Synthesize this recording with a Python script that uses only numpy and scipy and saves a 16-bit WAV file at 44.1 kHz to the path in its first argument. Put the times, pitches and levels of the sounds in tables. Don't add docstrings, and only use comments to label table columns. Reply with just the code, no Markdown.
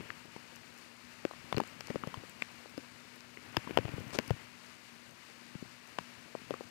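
import sys
import numpy as np
from scipy import signal
from scipy.fft import rfft, irfft, next_fast_len
from scipy.io import wavfile
from scipy.ndimage import map_coordinates

SR = 44100
rng = np.random.default_rng(int(sys.argv[2]) if len(sys.argv) > 2 else 0)


def master(y):
    cut = np.clip(np.atleast_2d(y).T, -1, 1)
    pcm = np.round(cut * 32767)
    wavfile.write(sys.argv[1], SR, pcm.astype(np.int16))


def natural_amplitude(level_db):
    exponent = np.asarray(level_db, float) / 20
    return 10 ** exponent


N = 295533
TIME = np.arange(N) / SR

# time in seconds, movement in dB over stillness.
MOVEMENT = [(0.0, 8), (0.2, 1.5), (0.86, 0), (1.27, 2), (1.92, 4), (2.07, 8), (2.22, 2.5), (2.48, 1.5),
            (3.28, 0), (3.58, 5), (3.78, 10), (4.03, 8), (4.23, 6.5), (4.38, 4.5), (4.59, 0), (6.31, 0.5),
            (6.57, 3), (6.7, -1.5)]
POLARITY = 0.6
SHELL_HZ = 2050


def unit(x):
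    return x / np.sqrt(np.mean(x ** 2) + 1e-20)


def curve(rows):
    s, db = np.transpose(rows)
    return np.interp(TIME, s, db)


def wobble(rate):
    knots = rng.standard_normal(int(N * rate / SR) + 4)
    return map_coordinates(knots, [np.arange(N) * rate / SR])


def filtered(x, response):
    m = next_fast_len(N + SR // 2)
    return irfft(rfft(x, m) * response(np.fft.rfftfreq(m, 1 / SR)), m)[..., :N]


def highpass(x, edge_hz, order):
    return filtered(x, lambda f: (1j * f / edge_hz / (1 + 1j * f / edge_hz)) ** order)


def hiss(spectrum, grain_db):
    f, level = np.transpose(spectrum)
    grains = natural_amplitude(grain_db * wobble(400)) * rng.standard_normal(N)
    return unit(filtered(grains, lambda hz: natural_amplitude(np.interp(np.log(hz + 1), np.log(f), level))))


def add(out, s, shape):
    part = out[max(round(s * SR), 0):][:len(shape)]
    part += shape[:len(part)]


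def ring(hz, db, t60, rise_s, phase):
    t = np.arange(SR // 30) / SR
    envelope = natural_amplitude(db - 60 * t / t60) * (1 - np.exp(-t / rise_s))
    return envelope * np.sin(2 * np.pi * hz * t + phase)


def pluck(hz, db, turns, sag, phase):
    cycles = hz * np.arange(SR // 16) / SR
    swell = cycles / turns * np.exp(1 - cycles / turns)
    sagging = cycles * (1 - sag * (1 - np.exp(-cycles)))
    return natural_amplitude(db) * swell * np.sin(2 * np.pi * sagging + phase)


def crack(db, life_s):
    t = np.arange(SR // 100) / SR
    swell = t / life_s * np.exp(1 - t / life_s)
    return natural_amplitude(db) * swell * (np.diff(rng.standard_normal(len(t) + 1)) + 1)


def drone():
    # pitch in Hz, pitch wander in Hz, level in dB.
    motor_hums = [(122.3, 4.87, -76.5), (192, 7.26, -77), (240, 2.96, -66), (340, 4.75, -79)]
    out = np.zeros(N)
    for hz, wander_hz, db in motor_hums:
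        strength = natural_amplitude(db + 8.0 + 2.3 * wobble(14))
        cycles = hz * TIME + np.cumsum(wander_hz * wobble(14)) / SR
        out += strength * np.sin(2 * np.pi * cycles)
    return out


def stir():
    # frequency in Hz, density in dB per Hz.
    rumble_spectrum = [(20, -45), (40, -46), (70, -5), (120, -1), (200, -3), (300, -5), (500, -61)]
    rustle_spectrum = [(120, -44), (250, -1), (350, -2), (700, -4.5), (1000, -10), (1600, -28.5)]
    rain_spectrum = [(500, -42), (900, -2), (1500, -0.5), (2300, 0.5), (2900, -1.5), (3500, -11),
                     (4500, -34)]
    fizz_spectrum = [(2500, -46), (3500, -2.5), (4500, 0.5), (5500, -4), (7000, -6), (10000, -12),
                     (15000, -21), (20000, -27)]
    grit_spectrum = [(500, 9), (2000, 0.5), (5500, 2.5), (9000, -5.5), (15000, -20), (20000, -23)]
    # time in seconds, level in dB.
    scrape_level = [
        (4.118, -130),
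        (4.126, -62),
        (4.132, -39.5),
        (4.14, -36),
        (4.156, -37),
        (4.162, -50),
        (4.172, -45),
        (4.178, -60),
        (4.186, -130),
    ]
    still_db = (-70, -65, -61.5, -64.5)
    growth = (1.6, 0.9, 0.58, 0.011)
    movement_db = curve(MOVEMENT)
    rumble_db, rustle_db, rain_db, fizz_db = [db + k * movement_db for db, k in zip(still_db, growth)]

    lumps_db = 4.5 * np.tanh(wobble(30) / 1.5)
    rumble = natural_amplitude(rumble_db + 7.5 + lumps_db) * hiss(rumble_spectrum, grain_db=3)
    rustle = natural_amplitude(rustle_db + 3.5 + 2.17 * wobble(70)) * hiss(rustle_spectrum, grain_db=1.0)
    rain = natural_amplitude(rain_db + 7.5) * hiss(rain_spectrum, grain_db=0.53)
    fizz = natural_amplitude(fizz_db + 6.5) * hiss(fizz_spectrum, grain_db=1.03)
    gusts = natural_amplitude(0.8 * wobble(15))
    scrape = natural_amplitude(curve(scrape_level) - 0.3) * hiss(grit_spectrum, grain_db=5.0)
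    return rumble + rustle + gusts * (rain + fizz) + scrape


def drizzle():
    out = np.zeros(N)
    for when, pitch, size, phase in rng.random((260, 4)):
        hz = 500 * 22 ** pitch
        db = -53 - 14 * pitch + 2.5 * size
        add(out, when * N / SR, ring(hz, db, t60=14 / hz, rise_s=0.00022, phase=2 * np.pi * phase))
    return out


def squelch():
    lowest_hz, span = 250, 9.7
    base_db, spread_db = -53.5, 4.5
    out = np.zeros(N)
    crowding = np.cumsum(natural_amplitude(2.7 * curve(MOVEMENT)))
    for when, pitch, size, phase in rng.random((150, 4)):
        hz = lowest_hz * span ** pitch
        db = base_db - 4.5 * pitch + spread_db * 2 * size ** 2
        s = np.searchsorted(crowding, when * crowding[-1]) / SR
        add(out, s, ring(hz, db, t60=9.5 / hz, rise_s=0.00033, phase=2 * np.pi * phase))
    return out


def covered_port():
    # frequency in Hz, density in dB per Hz.
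    muffled_spectrum = [(20, -14), (60, 1), (130, 1), (250, -3), (500, -9.5), (800, -14.5), (1500, -48)]
    thin_spectrum = [(400, -30), (900, 1.5), (2500, 1.5), (3500, -0.5), (6000, -18.5), (12000, -7.5),
                     (20000, -9)]
    # time in seconds, pitch in Hz, level in dB.
    muffled_thumps = [
        (1.546, 180, -52),
        (3.786, 200, -62),
        (3.881, 300, -52.5),
        (3.9794, 330, -44),
    ]
    rub_s, rub_length_s = 3.95, 0.09
    leak = 0.3
    rub = np.exp(-((TIME - rub_s) / rub_length_s) ** 2)
    rumble_db = -73.5 + 8 * rub + leak * curve(MOVEMENT)
    hiss_db = -82 + 5 * rub
    out = natural_amplitude(rumble_db - 2.0 + 2.4 * wobble(16)) * hiss(muffled_spectrum, grain_db=0.3)
    out += natural_amplitude(hiss_db) * hiss(thin_spectrum, grain_db=-3.0)
    for s, hz, db in muffled_thumps:
        add(out, s, pluck(hz, db, turns=0.39, sag=0.1, phase=np.pi))
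    return out


def standouts():
    # time in seconds, pitch in Hz, level in dB.
    shell_rings = [(0.104, 1710, -31), (.364, 940, -41), (1.528, 2160, -34), (1.527, 3420, -33),
                   (1.567, 4340, -31), (1.602, 850, -19.5), (1.807, 5630, -39.5), (1.902, 1920, -36.5),
                   (2.037, 1190, -29), (2.1425, 1030, -30.5), (2.143, 3150, -40), (2.421, 7500, -45),
                   (2.422, 2370, -28), (2.778, 5000, -41.5), (3.3732, 2050, -38), (3.5684, 14400, -37),
                   (3.5691, 5000, -28.5), (3.7736, 14500, -42), (3.5686, 920, -24), (3.5685, 2170, -37),
                   (3.569, 3100, -26.5), (3.675, 1010, -34), (3.7746, 1020, -27.5), (3.775, 3140, -24),
                   (4.1881, 5560, -29.5), (4.1877, 995, -22), (4.188, 2590, -34), (5.986, 2100, -37),
                   (6.5079, 3320, -41), (6.541, 1150, -34)]
    # time in seconds, pitch in Hz, level in dB.
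    body_booms = [(.001, 160, -37.5), (1.252, 352, -25.5), (1.911, 278, -35.5), (1.946, 250, -35),
                  (2.7793, 298, -29), (3.5697, 332, -24), (4.188, 240, -20), (5.655, 136, -44),
                  (6.259, 139, -46), (6.418, 210, -43), (6.522, 121, -38)]
    rows = shell_rings + body_booms
    out = np.zeros(N)
    for (s, hz, db), phase in zip(rows, POLARITY * rng.standard_normal(len(rows))):
        t60 = 0.0058 + 6.3 / hz
        add(out, s - 0.0006, ring(hz, db + 9.5, t60, rise_s=0.00026, phase=phase))
    return out


def knocks():
    # time in seconds, knock pitch in Hz, knock level in dB, shell level in dB, crack level in dB.
    sharp_knocks = [(0.1037, 850, -47, -33.5, -47), (1.2518, 452, -25, -30, -36),
                    (1.527, 800, -23.5, -33.5, -34), (1.5661, 476, -44, -34.5, -37.5),
                    (1.5728, 312, -25, -32, -49), (1.5817, 333, -25.5, -29, -28.5),
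                    (1.6037, 745, -28.5, -35.5, -31.5), (1.6365, 710, -46, -40, -41),
                    (1.8081, 920, -39, -35.5, -32.5), (1.9045, 480, -30.5, -40, -42),
                    (1.9581, 477, -25, -38, -42), (2.0735, 513, -33.5, -43, -39),
                    (2.1432, 1026, -48, -49.5, -40), (2.4225, 690, -34.5, -24.5, -34.5),
                    (2.7789, 423, -33.5, -40, -40.5), (3.5686, 740, -29, -19.5, -25.5),
                    (3.7741, 675, -13.5, -20, -28), (3.787, 440, -21, -32.5, -38),
                    (3.8909, 340, -37, -39.5, -45), (4.1881, 547, -20.5, -21.5, -22.5),
                    (4.3071, 462, -22, -32, -32.5), (5.987, 800, -27, -26.5, -32),
                    (6.5079, 480, -25.5, -43, -39), (6.54, 450, -33.5, -41, -44)]
    # time in seconds, knock pitch in Hz, level in dB.
    firm_taps = [(0.007, 358, -39), (0.3634, 392, -43), (1.336, 756, -43), (1.545, 436, -35),
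                 (1.6146, 340, -35.5), (1.884, 640, -43), (2.0375, 960, -37.5), (2.1728, 370, -42),
                 (3.3728, 340, -45), (3.674, 503, -42), (3.6948, 380, -39.5), (3.7088, 306, -34.5),
                 (3.854, 402, -33.5), (3.882, 500, -38.5), (4.131, 754, -44), (4.1465, 365, -55),
                 (4.1501, 386, -34), (4.198, 360, -37), (5.552, 312, -44.5)]
    # time in seconds, knock pitch in Hz, level in dB.
    dull_taps = [(0.2545, 365, -47), (1.312, 830, -35.5), (1.578, 410, -29), (2.0454, 537, -44),
                 (2.2368, 455, -42.5), (2.659, 550, -42.5), (2.7974, 364, -48.5), (3.546, 970, -40.5),
                 (3.9366, 440, -40), (3.982, 398, -36), (4.0057, 420, -44.5), (4.16, 353, -34.5),
                 (4.17, 390, -49), (5.6257, 308, -39.5), (6.3518, 580, -29), (6.5154, 360, -37.5),
                 (6.609, 500, -33.5)]
    # time in seconds, shell level in dB, crack level in dB.
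    nail_snaps = [
        (0.553, -45.5, -54),
        (0.5659, -45, -47),
        (1.8716, -46, -33),
        (2.7029, -52, -55),
        (3.2067, -48, -39),
        (3.6442, -46, -69),
        (4.106, -43.5, -42),
        (4.2963, -40, -47),
    ]
    firm = [(s, hz, db, db - 4, db - 14) for s, hz, db in firm_taps]
    dull = [(s, hz, db, db - 19.5, db - 24) for s, hz, db in dull_taps]
    snaps = [(s, SHELL_HZ, -np.inf, shell_db, crack_db) for s, shell_db, crack_db in nail_snaps]
    return sharp_knocks + firm + dull + snaps


def contacts():
    # pitch in Hz, level in dB, 60 dB decay in seconds.
    casing_modes = [(1150, 1.5, 0.0097), (1512, -1, 0.0099), (1916, -1.5, 0.0065), (2304, -6, 0.011),
                    (2763, 3.5, 0.0065), (3330, -5.5, 0.0069), (4380, -6, 0.0037), (5030, -8.5, 0.0055),
                    (6300, -12, 0.0035), (7370, -10.5, 0.0029)]
    # time in seconds, pitch in Hz, level in dB.
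    grit_ticks = [(0.56, 5900, -43), (0.7413, 5070, -57), (0.7777, 4890, -48), (0.787, 6880, -51),
                  (1.091, 4720, -60.5), (1.1374, 5620, -54.5), (1.6756, 7200, -45), (2.2963, 8070, -43.5),
                  (2.4878, 4790, -62), (2.5163, 5800, -54), (2.6959, 5130, -52.5), (3.1603, 10000, -50.5),
                  (3.3459, 4530, -55.5), (3.525, 7940, -57), (4.001, 5500, -48), (4.0802, 6070, -49),
                  (4.279, 5380, -39), (4.6629, 6200, -51), (5.11, 6300, -49.5), (5.6646, 4800, -58),
                  (5.8746, 6240, -51), (6.1036, 5470, -57), (6.6898, 5240, -53)]
    out, cracks = np.zeros(N), np.zeros(N)
    for s, hz, db, shell_db, crack_db in knocks():
        phase = POLARITY * rng.standard_normal(2)
        add(out, s - 0.0006, pluck(hz, db + 10.0, turns=0.28, sag=0.077, phase=phase[0]))
        add(out, s + 0.00021, ring(1.223 * hz, db, t60=11.7 / hz, rise_s=0.00041, phase=phase[1]))
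        spots = rng.random((len(casing_modes), 4))
        for (mode_hz, mode_db, t60), (detune, extra, turn, late) in zip(casing_modes, spots):
            reach_db = -7.5 * np.log2(mode_hz / SHELL_HZ) ** 2
            driven_db = crack_db + 5.5 - 25 * (mode_hz < 4000)
            level_db = np.logaddexp((shell_db + reach_db) / 4, driven_db / 4) * 4
            mode = ring(mode_hz * (0.944 + 0.11 * detune), level_db + mode_db + 2.9 * extra + 3.5,
                        t60, rise_s=0.0003, phase=2 * np.pi * turn)
            add(out, s - 0.0005 + 0.0008 * late, mode)
        add(cracks, s - 0.0012, crack(crack_db - 0.6, life_s=0.00026))
    for (s, hz, db), phase in zip(grit_ticks, rng.uniform(0, 2 * np.pi, len(grit_ticks))):
        add(out, s - 0.0005, ring(hz, db + 9.5, t60=0.0042, rise_s=0.00022, phase=phase))
        add(cracks, s - 0.0009, crack(db + 5.5, life_s=0.00063))
    thinned = highpass(cracks, 3500, order=2)
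    return out + filtered(thinned, lambda f: 1 / (1 + 1j * f / 9000) ** 2)


def pushes():
    # time in seconds, pitch in Hz, level in dB.
    hand_thumps = [(0.3616, 207, -46.5), (1.525, 180, -41), (1.5718, 156, -29), (1.5993, 237, -31),
                   (1.616, 210, -41), (1.9002, 196, -32.5), (1.9578, 237, -30.5), (2.0356, 225, -40),
                   (2.0706, 151, -36), (2.42, 210, -46.5), (2.78, 240, -43), (3.6719, 202, -40.5),
                   (3.7076, 226, -40.5), (3.7717, 216, -38), (3.9647, 210, -42), (4.0139, 161, -42.5),
                   (4.1316, 210, -44), (4.1538, 190, -43), (4.1883, 209, -30.5), (5.5529, 165, -37),
                   (5.6234, 212, -40.5), (5.9868, 180, -42), (6.0085, 200, -47), (6.5365, 198, -45)]
    # time in seconds, level in dB.
    heel_jolts = [(1.545, -33), (2.1721, -38.5), (3.5712, -32), (3.7868, -31), (3.8482, -30.5),
                  (3.888, -41), (3.936, -35.5), (3.9823, -37), (4.0028, -40), (4.28, -44), (4.306, -21.5),
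                  (4.333, -38.5)]
    arm_hz = 118.6
    rows = hand_thumps + [(s, arm_hz, db) for s, db in heel_jolts]
    out = np.zeros(N)
    for (s, hz, db), phase in zip(rows, POLARITY * rng.standard_normal(len(rows))):
        add(out, s, pluck(hz, db + 8.0, turns=0.43, sag=0.041, phase=phase))
    return highpass(out, 54.4, order=3)


def scene():
    hum = drone()
    hits = highpass(contacts() + standouts(), 193, order=2) + pushes()
    open_port = hits + drizzle() + squelch() + highpass(stir(), 35, order=2) + hum
    return np.array([open_port, covered_port() + natural_amplitude(-31) * hum])


def roll_off(x):
    return signal.sosfilt(signal.butter(12, 16440, fs=SR, output="sos"), x)


def record(dry):
    top_hz, slope_hz = 15850, 500
    mix = filtered(dry, lambda f: np.clip((top_hz - f) / slope_hz, 0, 1))
    return roll_off(mix)


dry = scene()
out = record(dry)
master(out)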